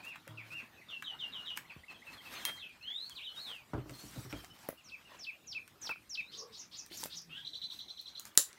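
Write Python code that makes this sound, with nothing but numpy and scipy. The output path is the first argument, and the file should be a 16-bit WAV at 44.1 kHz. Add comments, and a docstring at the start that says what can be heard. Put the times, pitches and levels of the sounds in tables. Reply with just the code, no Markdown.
"""Riverside trees beside a car: a songbird sings slurs, sweeps, buzzes and a trill, in leafy echoes.
Its notes are gliding tones; other birds repeat short motifs further off, made of straight glides.
Close by, camping gear is unloaded: shaped noise makes cloth and bags rustle, short bursts make twigs and
catches click, and decaying tones and resonances make loads knock and thump on the boot floor.
A fly passes as a humming wing beat, over noise for ground, river, leaves and microphone hiss."""
import sys
import numpy as np
from scipy import signal
from scipy.fft import rfft, irfft, next_fast_len
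from scipy.io import wavfile
from scipy.ndimage import uniform_filter1d, map_coordinates

SR = 44100
rng = np.random.default_rng(int(sys.argv[2]) if len(sys.argv) > 2 else 0)


def inscribe(sig):
    """Save sig as 16-bit PCM at rate SR to the path in sys.argv[1].

    A 1-D sig is mono; a 2-D sig holds one channel per row.
    Samples are clipped to [-1, 1] before scaling.
    """
    pcm = np.round(np.clip(np.atleast_2d(sig).T, -1, 1) * 32767)
    wavfile.write(sys.argv[1], SR, pcm.astype(np.int16))


N = 378378  # length of the scene in samples

# Levels here are mixing levels: echoes, random wavering and the microphone act on them later.

# The singer's slurs, sweeps. Each row: start in seconds, pitch factor, level in dB.
SLUR_TIMES = [(0.885, 0.95, -40), (1.039, 1.018, -38), (1.187, 0.98, -38), (1.32, 1.01, -39),
              (1.451, 1.01, -37)]
SWEEP_TIMES = [(4.838, 1.02, -52), (5.187, 0.98, -43.5), (5.468, 1.002, -41), (5.812, 1.04, -39),
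               (6.093, 1, -37.5)]
# Buzzes. Each row: start in seconds, pitch factor, level in dB, pitch factor of the arch sung over it.
BUZZ_TIMES = [(6.315, 1.03, -49.5, 0.96), (6.521, 1.07, -52, 1.03), (6.713, 0.99, -50, 1.03),
              (6.9, 0.93, -52.5, 1.06), (7.097, 0.99, -49, 0.98)]
# Trill syllables. Each row: start in seconds, dip level in dB, tip level in dB.
TRILL_TIMES = [(7.448, -42, -40), (7.532, -41.5, -39.5), (7.616, -40, -39), (7.7, -41.5, -43),
               (7.789, -42, -44.5), (7.881, -46, -43.5), (7.971, -47, -43.5), (8.057, -45, -45),
               (8.151, -44.5, -45)]
# Shapes of single notes. Each row: seconds into the note, pitch in Hz, relative level in dB.
# The pitch of the first seven is scaled for each note sung; the time of the drop is stretched instead.
SWEEP_SHAPE = [(0, 7520, -24), (.008, 6250, -12), (.018, 5680, -10.5), (.046, 5210, -9.5),
               (.055, 4550, -4.5), (.064, 3150, -7.5), (.068, 2800, -11)]
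CHUP_SHAPE = [(0, 2480, -9), (.007, 2658, -5), (.02, 2623, -1), (.03, 2430, -1.5), (.04, 2230, -11)]
BUZZ_SHAPE = [(0, 3880, -4.5), (.015, 4110, -0.5), (.04, 4197, -2.5), (.06, 4404, -2)]
ARCH_SHAPE = [(0, 3000, -15), (.013, 4100, -2), (.033, 5600, -17), (.043, 6950, -9), (.051, 6900, -7.5),
              (.058, 5850, 2.5), (.08, 4500, -12.5)]
DIP_SHAPE = [(0, 4074, -4), (.004, 3865, 2), (.011, 3050, -12.5), (.018, 3550, -1)]
TIP_SHAPE = [(0, 3770, -0.5), (.004, 3995, 0.5), (.011, 4050, -2.5), (.015, 3900, -26)]
HUMP_SHAPE = [(0, 2470, -5.5), (.03, 2744, 0), (.058, 2890, -0.5), (.085, 2640, 3), (.125, 1870, -24)]
DROP_SHAPE = [(0, 2850, -5), (.008, 2600, 0.5), (.03, 2280, -4), (.055, 1760, -22)]
# Humps, whistles that rise and fall. Each row: start in seconds, pitch factor, level in dB.
HUMP_TIMES = [(.028, 0.98, -48.5), (0.504, 0.98, -45)]
# Drops, whistles that end low. Each row: start in seconds, length factor, level in dB.
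DROP_TIMES = [(.373, 1, -45.5), (1.697, 0.51, -47.5)]
# One list for each single whistle. Each row: time in seconds, pitch in Hz, level in dB.
SINGLE_WHISTLES = [
    [(2.565, 4300, -60), (2.6, 3700, -53.5), (2.635, 3055, -48.5), (2.665, 2590, -63)],
    [(2.81, 2540, -56.5), (2.87, 3143, -45.5), (2.95, 3607, -42.5), (3.06, 4400, -48.5), (3.09, 4490, -59)],
    [(.811, 2510, -60), (.819, 2050, -55), (.838, 1760, -70)],
    [(3.15, 4900, -59), (3.166, 3960, -45.5), (3.199, 2153, -50.5), (3.25, 3985, -47), (3.274, 3000, -42),
     (3.308, 2964, -54)],
    [(3.36, 3760, -55), (3.385, 3700, -43.5), (3.412, 4400, -49), (3.44, 4250, -50.5), (3.48, 3470, -45.5),
     (3.55, 2720, -50.5), (3.63, 2190, -69)],
    [(6.205, 3730, -54), (6.24, 3630, -65), (6.28, 3960, -60), (6.31, 4380, -58)],
]
# A nasal note from both sides of the voice box.
# Each row: time in seconds, left pitch in Hz, right pitch in Hz, level in dB.
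NASAL_NOTE = [(7.294, 1287, 1780, -60), (7.315, 1322, 1853, -52.5), (7.349, 1476, 1873, -51.5),
              (7.385, 1645, 1920, -44.5), (7.414, 1673, 1864, -57)]

# Motifs of further birds, as glides.
# Each row: seconds into the motif, length in seconds, first pitch in Hz, last pitch in Hz, relative level in dB.
HIGH_LOW_MOTIF = [(0, 0.0246, 4256, 4150, 0), (.045, 0.0324, 3450, 3070, 1.5)]
UP_DOWN_MOTIF = [(0, 0.01546, 1900, 2220, -4.5), (.048, 0.037, 2715, 2512, 0.5)]
HOOK_MOTIF = [(0, 0.028, 2850, 2820, 0.5), (.025, 0.021, 2820, 2390, -3), (.11, .018, 2280, 2900, -2.5),
              (.128, 0.019, 2900, 2305, -3)]
SEEP_MOTIF = [(0, 0.017, 5800, 5720, 0.0044)]
# When each motif is sung: first start in seconds, period in seconds, list of one level in dB per repeat.
HIGH_LOW_REPEATS = (1.667, .2318, [-71, -60, -55.5, -53.5, -61, -54, -53.5, -57.5])
UP_DOWN_REPEATS = (1.648, .1855, [-55.5, -49.5, -50, -52, -53, -49.5])
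HOOK_REPEATS = (4.773, .277, [-61, -60, -64])
SEEP_REPEATS = (4.083, .1055, [-58, -61, -57, -62, -65])
# Single level peeps. Each row: start in seconds, first pitch in Hz, level in dB.
PEEP_TIMES = [(.772, 2570, -59.5), (2.65, 2620, -51), (2.692, 2440, -55.5), (3.936, 4270, -56.5),
              (3.972, 4250, -59.5), (4.349, 3230, -56.5), (4.39, 3160, -58.5), (4.008, 4450, -57),
              (4.5, 3023, -58), (6.79, 2620, -63), (7.07, 2620, -65)]

# Clicks of twigs and catches.
# Each row: start in seconds, then relative levels in dB of the bright, thin top and dull parts.
CLICK_TIMES = [(0.051, -49, -60, -58), (0.1577, -62, -82, -47.5), (0.2778, -50, -61, -52.5),
               (1.0239, -51, -75, -42), (1.574, -34, -48, -40), (2.4522, -27, -35, -39),
               (3.0965, -43, -60, -57), (3.8956, -49, -71, -50.5), (4.3269, -48, -75, -43.5),
               (4.446, -43, -63, -52.5), (4.6883, -49, -41, -51.5), (4.705, -46.5, -63, -61),
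               (5.678, -49.5, -64, -62), (5.892, -63, -64, -43.5), (5.912, -60, -61, -70),
               (6.863, -47, -61, -68), (6.919, -58, -68, -57), (6.974, -43, -53, -67),
               (7.009, -55, -56, -72), (7.033, -41, -62, -60), (7.0379, -29.5, -44, -50),
               (7.048, -60, -48, -70), (7.0582, -44, -49, -53), (7.218, -51, -67, -78),
               (8.014, -62, -56, -85), (8.1967, -33, -49, -65), (8.2534, -40, -54, -59.5),
               (8.353, -51, -61, -57), (8.3757, -5.5, -25, -37), (8.53, -46.5, -83, -61)]
# Colour of the bright crack. Each row: frequency in Hz, relative level in dB.
BRIGHT_COLOUR = [(1470, -72), (2500, -13), (3930, -7.5), (5760, -3.5), (7060, -2), (10000, -6.5),
                 (13000, -43), (22000, -120)]
# Knocks. Each row: start in seconds, level in dB, main pitch in Hz, seconds to fall by 60 dB.
KNOCK_TIMES = [(0.273, -44.5, 531, 0.04), (0.629, -50, 239, 0.093), (1.764, -40.5, 175, 0.025),
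               (1.77, -46, 75, .2), (4.44, -44.5, 708, 0.029), (4.689, -21, 553, 0.011),
               (4.728, -39, 570, 0.016), (5.118, -44, 1070, 0.023), (5.146, -47, 1000, 0.028),
               (5.854, -43, 1300, .012), (5.872, -38, 900, .012), (5.893, -26, 1380, 0.013),
               (5.899, -29.5, 910, 0.015), (5.912, -31, 1430, 0.011), (5.919, -36, 1100, 0.012),
               (5.959, -40, 1400, 0.0091), (6.913, -44, 338, 0.046), (7.033, -32.5, 919, 0.021),
               (7.057, -30, 573, 0.0092), (8.3761, -24.5, 450, 0.0097), (8.392, -43.5, 554, 0.061)]
# Thumps on the boot floor. Each row: start in seconds, relative level in dB, extra bass in dB.
THUMP_TIMES = [(3.734, -25, -11), (3.778, -34.5, -7.5), (3.858, -43, -16), (3.894, -39.5, -12),
               (4.037, -44.5, -3.5), (4.16, -39.5, -7), (4.175, -46.5, 6), (4.249, -43, -6),
               (4.327, -32, -7.5)]
# Resonances of the boot floor. 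Each row: centre in Hz, width in Hz, level in dB before the extra bass.
BOOT_FLOOR = [(56, 8.3, 9.5), (92, 11, 6), (126.6, 11.3, 10.5), (291.4, 31, -2.5), (410, 57, -12),
              (604, 163, -17), (1300, 460, -24.5)]
# Ringing tones of a steel catch and of a hollow panel.
# Each row: pitch in Hz, relative level in dB before a small random change, seconds to fall by 60 dB.
STEEL_CATCH = [(1740, -15, 0.37), (3202, 0.5, 0.43), (4170, -1, 0.046), (8700, -8, 0.16)]
HOLLOW_PANEL = [(111.8, 3, 1), (148, -1.5, 0.35), (315, -10.5, 0.94), (630, -15, 0.7)]
# The one blow on the catch: start in seconds, level in dB.
CATCH_HIT = (2.452, -35)
# Blows on the panel. Each row: start in seconds, level in dB.
PANEL_HITS = [(.29, -48.5), (0.518, -56.5)]
# A box slides. Each row: time in seconds, level in dB.
DRAG_LEVEL = [(6.32, -73), (6.428, -49.5), (6.57, -75)]
# Hollow resonances of the box, each pass. 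Each row: centre in Hz, width in Hz, level in dB.
BOX_HOLLOW = [(450, 66, 4), (1146, 140, -2)]
# Cloth and bags are moved. Each row: start in seconds, length in seconds, crisp level in dB, dull level in dB.
RUSTLE_TIMES = [(0.013, 0.1, -62.5, -59.5), (0.423, 0.27, -68, -63), (1.148, 0.43, -74, -59.5),
                (1.557, 0.035, -54, -55), (1.893, 0.047, -68, -55.5), (2.035, 0.17, -65.5, -55),
                (2.196, 0.41, -57, -51), (2.988, 0.27, -68, -69), (3.298, 0.31, -61.5, -60.5),
                (3.848, 0.45, -57.5, -62), (4.15, 0.39, -61.5, -62.5), (4.524, 0.21, -64, -63),
                (5.05, 0.19, -73, -62), (5.798, 0.13, -60, -60.5), (6.904, 0.17, -53.5, -62),
                (6.996, 0.099, -57.5, -79), (7.117, 0.096, -62, -77), (7.696, 0.13, -60, -70.5),
                (8.234, 0.083, -61.5, -64)]

# A passing fly. Each row: time in seconds, wing beat in Hz, level in dB.
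FLY_PATH = [(7.08, 172, -76), (7.18, 170, -71), (7.39, 154.6, -73), (7.5, 147, -78)]
# Overtones of the wing. Each row: multiple of the beat, relative level in dB.
WING_TONES = [(1, 4), (2, -13)]
# Steps and shuffling in the grass. Each row: time in seconds, swish level in dB, rumble level in dB.
GROUND_LEVEL = [(0.0, -62.5, -66), (3.44, -68, -74.5), (4.16, -67, -60.5), (4.87, -73.5, -73),
                (7, -73.5, -69.5), (7.4, -76.5, -69.5), (7.75, -82, -72.5), (8.58, -64.5, -74)]
# Noise colours: crisp and dull rustling, a low rumble, and the air (river, leaves and microphone hiss).
# Each row: frequency in Hz, relative level in dB.
CRISP_COLOUR = [(1470, -39), (2500, -21), (5010, -2.5), (6250, -3.5), (10500, -6), (14000, -7),
                (16100, -13), (16500, -41)]
DULL_COLOUR = [(240, -23), (400, -10.5), (1050, -3.5), (1900, -5.5), (4000, -11.5), (5200, -24),
               (8800, -120)]
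RUMBLE_COLOUR = [(18, -45), (30, -1), (68, -0.5), (150, 0.5), (347, -4.5), (500, -30), (750, -120)]
AIR_COLOUR = [(15, -51), (25, 7.5), (65, 8), (150, 1), (296, -2.5), (3150, -8.5), (4240, -8.5),
              (7710, -14.5), (15200, -15.5), (16500, -41)]


def singer():
    """The songbird's direct sound with its returns from leaves, trunks and the wood's edge."""
    song, direct = song_phrases()
    whistles = single_whistles()
    full_voice = song + whistles
    near = echoes(full_voice, t60=0.18, delay=0.003, bend=1.03, trunks=7.8)
    add(near, 0.021, amp(-12.5) * (direct + whistles))  # one broad trunk answers clearly
    wood_edge = echoes(full_voice, t60=0.07, delay=0.044, bend=1.6, trunks=6.0)
    return direct + amp(-2.5) * whistles + amp(-2.5) * near + amp(-17.0) * wood_edge


def song_phrases():
    """Repeated note shapes, as (song for the echoes, direct sound); facing changes only the direct sound."""
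    song, direct = np.zeros((2, N))
    # a chup closes each sweep and follows a share of the sweeps' crescendo
    chup_db, follows = -45.5, 0.59
    chups = [(s + 0.08, 1, chup_db + follows * (db - chup_db)) for s, _, db in SWEEP_TIMES]
    buzzes = [(s, pitch, db) for s, pitch, db, _ in BUZZ_TIMES]
    # the other side of the voice box whistles a louder arch over each buzz
    arches = [(s + 0.0185, arch_pitch, db + 7) for s, _, db, arch_pitch in BUZZ_TIMES]
    # a trill syllable is a dip, then a tip; the pitch factor creeps up by 0.035 a second
    climb = lambda s: 1 + 0.035 * (s - TRILL_TIMES[0][0])
    dips = [(s, climb(s), db) for s, db, _ in TRILL_TIMES]
    tips = [(s + 0.02, climb(s), db) for s, _, db in TRILL_TIMES]
    # each row: note shape, times sung, direct gain in dB from the way the bird faces, flutter settings
    phrases = [
        (slur(), SLUR_TIMES, -14, {}),
        (SWEEP_SHAPE, SWEEP_TIMES, 1.5, {}),
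        (CHUP_SHAPE, chups, 5, {}),
        (ARCH_SHAPE, arches, -4, dict(buzz_hz=139, swing=0.25)),
        (BUZZ_SHAPE, buzzes, -6, dict(buzz_hz=397.6, swing=2.7, rasp=0.08)),
        (DIP_SHAPE, dips, -2.5, dict(buzz_hz=296, swing=0.53, rasp=0.052)),
        (TIP_SHAPE, tips, -1.5, dict(buzz_hz=400, swing=0.5, rasp=0.06))]
    for shape, sung, facing_db, timbre in phrases:
        for s, pitch, db in sung:
            sound = amp(db) * note(np.multiply(shape, [1, pitch, 1]), **timbre)
            add(song, s, sound)
            add(direct, s, amp(facing_db) * sound)
    # the other side of the voice box adds a faint high buzz to each syllable, heard only in the echoes
    high_buzz = [(0, 5800, -57), (0.015, 5500, -63), (0.035, 6200, -58)]
    for s, *_ in TRILL_TIMES:
        add(song, s, note(high_buzz, buzz_hz=300, swing=1.2, rasp=0.1))
    return song, direct


def slur():
    """Rows of a slur: the pitch leaves its top and settles onto a held pitch; the level swells, then fades."""
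    top_hz, rest_hz = 3840, 2793
    hold_s, settle_s, length_s = 0.005, 0.018, 0.085
    s = np.linspace(0, length_s, num=14)
    hz = rest_hz + (top_hz - rest_hz) * np.exp(-np.maximum(s - hold_s, 0) / settle_s)
    db = np.interp(s / length_s, [0, 0.6, 1], [-5, 0, -12.5])
    return np.c_[s, hz, db]


def single_whistles():
    """Humps, drops and other single gliding whistles, with the two-voiced nasal note."""
    whistles = np.zeros(N)
    for s, pitch, db in HUMP_TIMES:
        add(whistles, s, amp(db) * note(np.multiply(HUMP_SHAPE, [1, pitch, 1])))
    for s, stretch, db in DROP_TIMES:
        add(whistles, s, amp(db) * note(np.multiply(DROP_SHAPE, [stretch, 1, 1])))
    for rows in SINGLE_WHISTLES:
        add(whistles, rows[0][0], note(rows))
    add(whistles, NASAL_NOTE[0][0], nasal_note())
    return whistles


def nasal_note():
    """Two coupled membranes give octaves and a sum tone; most of these are louder than either voice."""
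    (left, right), size = voice(NASAL_NOTE)
    # both sides flutter unevenly
    flutter = np.cumsum(rng.standard_normal((2, len(size))), axis=1) * 0.035
    left, right = np.array([left, right]) + flutter
    octaves = np.sin(2 * left) + amp(-17) * np.sin(2 * right)
    sum_tone = amp(-5) * np.sin(left + right)
    voices = amp(-15) * np.sin(left) + amp(-21) * np.sin(right)
    return size * (octaves + sum_tone + voices)


def note(rows, buzz_hz=0, swing=0, rasp=0):
    """A whistle with a faint octave; membrane flutter at buzz_hz adds sidebands, rasp makes it uneven."""
    (phase,), size = voice(rows)
    uneven = np.cumsum(rng.standard_normal(len(phase))) * rasp
    t = np.arange(len(phase)) / SR
    phase = phase + swing * np.sin(2 * np.pi * buzz_hz * t + uneven)
    return size * (np.sin(phase) + amp(-31.5) * np.sin(2 * phase))


def voice(rows):
    """Phase of each pitch column, its corners rounded, and the amplitude of a note with soft ends."""
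    s, *pitches, db = np.transpose(rows)
    t = np.arange(s[0], s[-1], 1 / SR)
    edge = np.clip(np.minimum(t - s[0], s[-1] - t) / 0.0011, 0, 1)
    phases = []
    for hz in pitches:
        rounded = uniform_filter1d(np.interp(t, s, hz), size=len(t) // 12 + 1, mode="nearest")
        phases.append(2 * np.pi * np.cumsum(rounded) / SR)
    return phases, np.sqrt(2) * edge * amp(np.interp(t, s, db))


def far_birds():
    """Motifs of short straight glides, repeated at a steady pace, and single peeps, all with echoes."""
    chips = np.zeros(N)
    # a peep lasts 0.0295 s and loses 0.013 of its pitch
    glides = [(s, 0.0295, hz, hz * (1 - 0.013), db) for s, hz, db in PEEP_TIMES]
    # last entry: share of the starting pitch lost at each repeat
    motifs = [(HIGH_LOW_MOTIF, HIGH_LOW_REPEATS, 0), (UP_DOWN_MOTIF, UP_DOWN_REPEATS, 0),
              (HOOK_MOTIF, HOOK_REPEATS, 0), (SEEP_MOTIF, SEEP_REPEATS, 0.019)]
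    for motif, (first, period, levels), sinks in motifs:
        for k, level in enumerate(levels):
            start, pitch = first + k * period, 1 - k * sinks
            for s, length, first_hz, last_hz, db in motif:
                glides.append((start + s, length, first_hz * pitch, last_hz * pitch, level + db))
    for s, length, first_hz, last_hz, db in glides:
        middle_hz = (first_hz + last_hz) / 2
        rows = [(0, first_hz, db - 3.5), (length / 2, middle_hz, db), (length, last_hz, db - 4.0)]
        add(chips, s, note(rows, buzz_hz=91.6, swing=0.59))
    return chips + amp(-7.0) * echoes(chips, t60=0.26, delay=0.013, bend=1.0)


def gear():
    """The load being handled: clicks, knocks, thumps and ringing parts."""
    return clicks() + knocks() + thumps() + ringing_parts()


def clicks():
    """Twigs and catches: bright, thin and dull bursts that die away within milliseconds, with echoes."""
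    bright, thin, dull = np.zeros((3, N))
    t = np.arange(SR // 5) / SR
    for s, db, thin_db, dull_db in CLICK_TIMES:
        splinters = amp(-8.5 - 60 * t / 0.0063) * rng.standard_normal(len(t))
        add(bright, s, amp(db + 17.0) * ((t == 0) + splinters))  # a one-sample spike and its splinters
        add(thin, s, amp(thin_db + 17.0 - 60 * t / 0.0086) * rng.standard_normal(len(t)))
        add(dull, s, amp(dull_db + 21 - 60 * t / 0.024) * rng.standard_normal(len(t)))
    cracks = coloured(bright, BRIGHT_COLOUR)
    cracks += coloured(thin, [(8000, -18.0), (10500, 1.5), (16500, -3.0)])
    cracks += coloured(dull, [(300, -54), (800, -13.0), (1600, -2.5), (2600, -5.5), (5000, -27.0)])
    return cracks + amp(-7.0) * echoes(cracks, t60=0.19, delay=0.004, bend=0.97)


def knocks():
    """Each knock rings at a main pitch with a higher and a lower partner, then echoes."""
    low = np.zeros(N)
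    for s, db, hz, t60 in KNOCK_TIMES:
        modes = [(hz, 0, t60), (1.65 * hz, -6, 0.39 * t60), (0.58 * hz, -8, t60)]
        add(low, s, amp(db) * ring(modes, attack=0.00041))
    return low + amp(-13) * echoes(low, t60=0.1, delay=0.0073, bend=0.74)


def thumps():
    """A push sets off the resonances of the boot floor, then the load rattles as it settles."""
    floor = np.zeros(N)
    t = np.arange(SR // 5) / SR
    for s, db, bass_db in THUMP_TIMES:
        push = amp(db + 23 - 60 * t / 0.0023)
        rattle = amp(db + 20.5 - 60 * t / 0.19) * rng.standard_normal(len(t))
        peaks = [(hz, width, level + (bass_db if hz < 160 else 0)) for hz, width, level in BOOT_FLOOR]
        add(floor, s, resonate(push + rattle, peaks))
    return floor


def ringing_parts():
    """Blows make a hollow panel and a steel catch ring at their own pitches."""
    rings = np.zeros(N)
    for s, db in PANEL_HITS:
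        add(rings, s, amp(db) * ring(HOLLOW_PANEL, attack=0.0021))
    s, db = CATCH_HIT
    add(rings, s, amp(db) * ring(STEEL_CATCH, attack=0.0004))
    return rings


def drag():
    """A sliding box: friction noise passes twice through its two hollow resonances."""
    s, db = np.transpose(DRAG_LEVEL)
    hollow = resonate(resonate(rng.standard_normal(N), BOX_HOLLOW), BOX_HOLLOW)
    level = amp(np.interp(np.arange(N) / SR, s, db, -120, -120))
    return level * unit(hollow)


def rustle():
    """Each movement of cloth or bags is a swell of uneven noise with small grains, over a low rumble."""
    crisp, dull, low = np.zeros((3, N))
    for s, length, crisp_db, dull_db in RUSTLE_TIMES:
        swell = np.hanning(round(length * SR)) ** 0.4
        add(crisp, s, amp(crisp_db) * swell)
        add(dull, s, amp(dull_db) * swell)
        add(low, s, amp(max(crisp_db, dull_db) - 8) * swell)  # 8 dB below the louder of the two
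    # about 300 grains a second, of random strength
    grains = (rng.random(N) < 300 / SR) * rng.standard_normal(N) * amp(2 * rng.exponential(size=N))
    source = amp(2.1 * wobble(45)) * (patchy(depth_db=3.5) + 0.33 * unit(grains))
    crisp_part = crisp * unit(coloured(source, CRISP_COLOUR))
    dull_part = dull * amp(2.6 * wobble(30)) * unit(coloured(source, DULL_COLOUR))
    rumble = low * amp(3 * wobble(25)) * unit(coloured(rng.standard_normal(N), RUMBLE_COLOUR))
    return crisp_part + dull_part + rumble


def fly():
    """An unsteady wing beat and its octave, sinking in pitch as the fly goes by."""
    (phase,), size = voice(FLY_PATH)
    phase = phase + np.cumsum(rng.standard_normal(len(phase))) * 0.0084
    hum = size * sum(amp(db) * np.sin(k * phase) for k, db in WING_TONES)
    out = np.zeros(N)
    add(out, FLY_PATH[0][0], hum)
    return out * amp(5.2 * wobble(25))


def ground():
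    """Steps and shuffling in the grass: a patchy noise swish over a lumpy low rumble."""
    s, *levels = np.transpose(GROUND_LEVEL)
    swish_db, rumble_db = [np.interp(np.arange(N) / SR, s, db) for db in levels]
    swish = amp(swish_db + 3.74 * wobble(20)) * unit(coloured(patchy(depth_db=4.5), DULL_COLOUR))
    rumble = unit(coloured(rng.standard_normal(N), RUMBLE_COLOUR))
    return swish + amp(rumble_db + 3.0 * wobble(17)) * rumble


def air():
    """River, leaves and microphone hiss as coloured noise, steady but for small patches."""
    return amp(-65 + 0.38 * wobble(9.8)) * unit(coloured(patchy(depth_db=4.0), AIR_COLOUR))


def echoes(x, t60, delay, bend, trunks=0):
    """Returns from leaves and, stronger, single trunks: noise tails, drawn anew every tenth of a second."""
    out, step, t = np.zeros(N), SR // 10, np.arange(SR // 2) / SR
    for at in range(0, N, step):
        strong = 1 + trunks * (rng.random(len(t)) < 70 / SR)  # about 70 trunk returns a second
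        # bend over 1 holds the tail up, then drops it where the trees end
        tail = strong * rng.standard_normal(len(t)) * amp(-60 * (t / t60) ** bend)
        add(out, at / SR + delay, signal.fftconvolve(x[at:at + step], tail / np.linalg.norm(tail)))
    return out


def ring(modes, attack):
    """Decaying tones of a struck object, at slightly different strengths for each blow."""
    t = np.arange(SR // 2) / SR
    tones = sum(amp(db + rng.normal(0, 0.37) - 60 * t / t60) * np.sin(2 * np.pi * hz * t)
                for hz, db, t60 in modes)
    return (1 - np.exp(-t / attack)) * tones


def resonate(x, peaks):
    """x through (Hz, width in Hz, dB) resonances side by side, every second one turned upside down."""
    def response(f):
        total = 0
        for k, (centre, width, db) in enumerate(peaks):
            damping = 1j * f * width
            total = total + (-1) ** k * amp(db) * damping / (centre * centre - f * f + damping)
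        return total
    return filtered(x, response)


def patchy(depth_db):
    """Noise whose level varies at random over patches of pitch and time."""
    z = signal.stft(rng.standard_normal(N), nperseg=512)[2]
    field = uniform_filter1d(rng.standard_normal(z.shape), size=4, axis=0)
    field = uniform_filter1d(field, size=8, axis=1)
    return signal.istft(z * amp(depth_db * unit(field)), nperseg=512)[1][:N]


def coloured(x, spectrum):
    """x shaped by (Hz, dB) points on a log frequency axis."""
    f, v = np.transpose(spectrum)
    return filtered(x, lambda hz: amp(np.interp(np.log(hz + 1), np.log(f + 1), v)))


def filtered(x, response):
    """x with its spectrum multiplied by a response of frequency."""
    m = next_fast_len(len(x) + SR // 2)
    return irfft(rfft(x, m) * response(np.fft.rfftfreq(m, 1 / SR)), m)[:len(x)]


def wobble(rate):
    """A smooth random curve through rate random points a second."""
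    return map_coordinates(rng.standard_normal(int(N * rate / SR) + 4), [np.arange(N) * rate / SR])


def amp(db):
    """Gain of a level in dB."""
    return 10 ** (np.asarray(db) / 20)


def unit(x):
    """x scaled to an average (rms) strength of 1."""
    return x / np.sqrt(np.mean(x ** 2) + 1e-20)


def add(track, s, x):
    """Mixes x into the track from time s in seconds."""
    part = track[round(s * SR):][:len(x)]
    part += x[:len(part)]


def scene():
    """Everything reaches one microphone."""
    birds = singer() + far_birds()
    unloading = gear() + drag() + rustle()
    return (birds + unloading + fly() + ground() + air())[None]


def record(dry):
    """The phone cuts deep bass, its port dips in the treble and loud peaks saturate; a low-pass follows."""
    cut_hz, dip_hz, width_hz, dip_db = 59.5, 10496, 511, -4.0
    full_scale, knee, top_hz = 0.93, 6, 15900  # a higher knee saturates more abruptly

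    def port(hz):
        bass_cut = (1j * hz / (cut_hz + 1j * hz)) ** 3
        return bass_cut * amp(dip_db * np.exp(-((hz - dip_hz) / width_hz) ** 2))

    held = filtered(dry[0], port)
    held = held / (1 + np.abs(held / full_scale) ** knee) ** (1 / knee)
    # the low-pass fades out over 200 Hz around top_hz
    return filtered(held, lambda hz: np.clip((top_hz + 100 - hz) / 200, 0, 1))[None]


dry = scene()
out = record(dry)
inscribe(out)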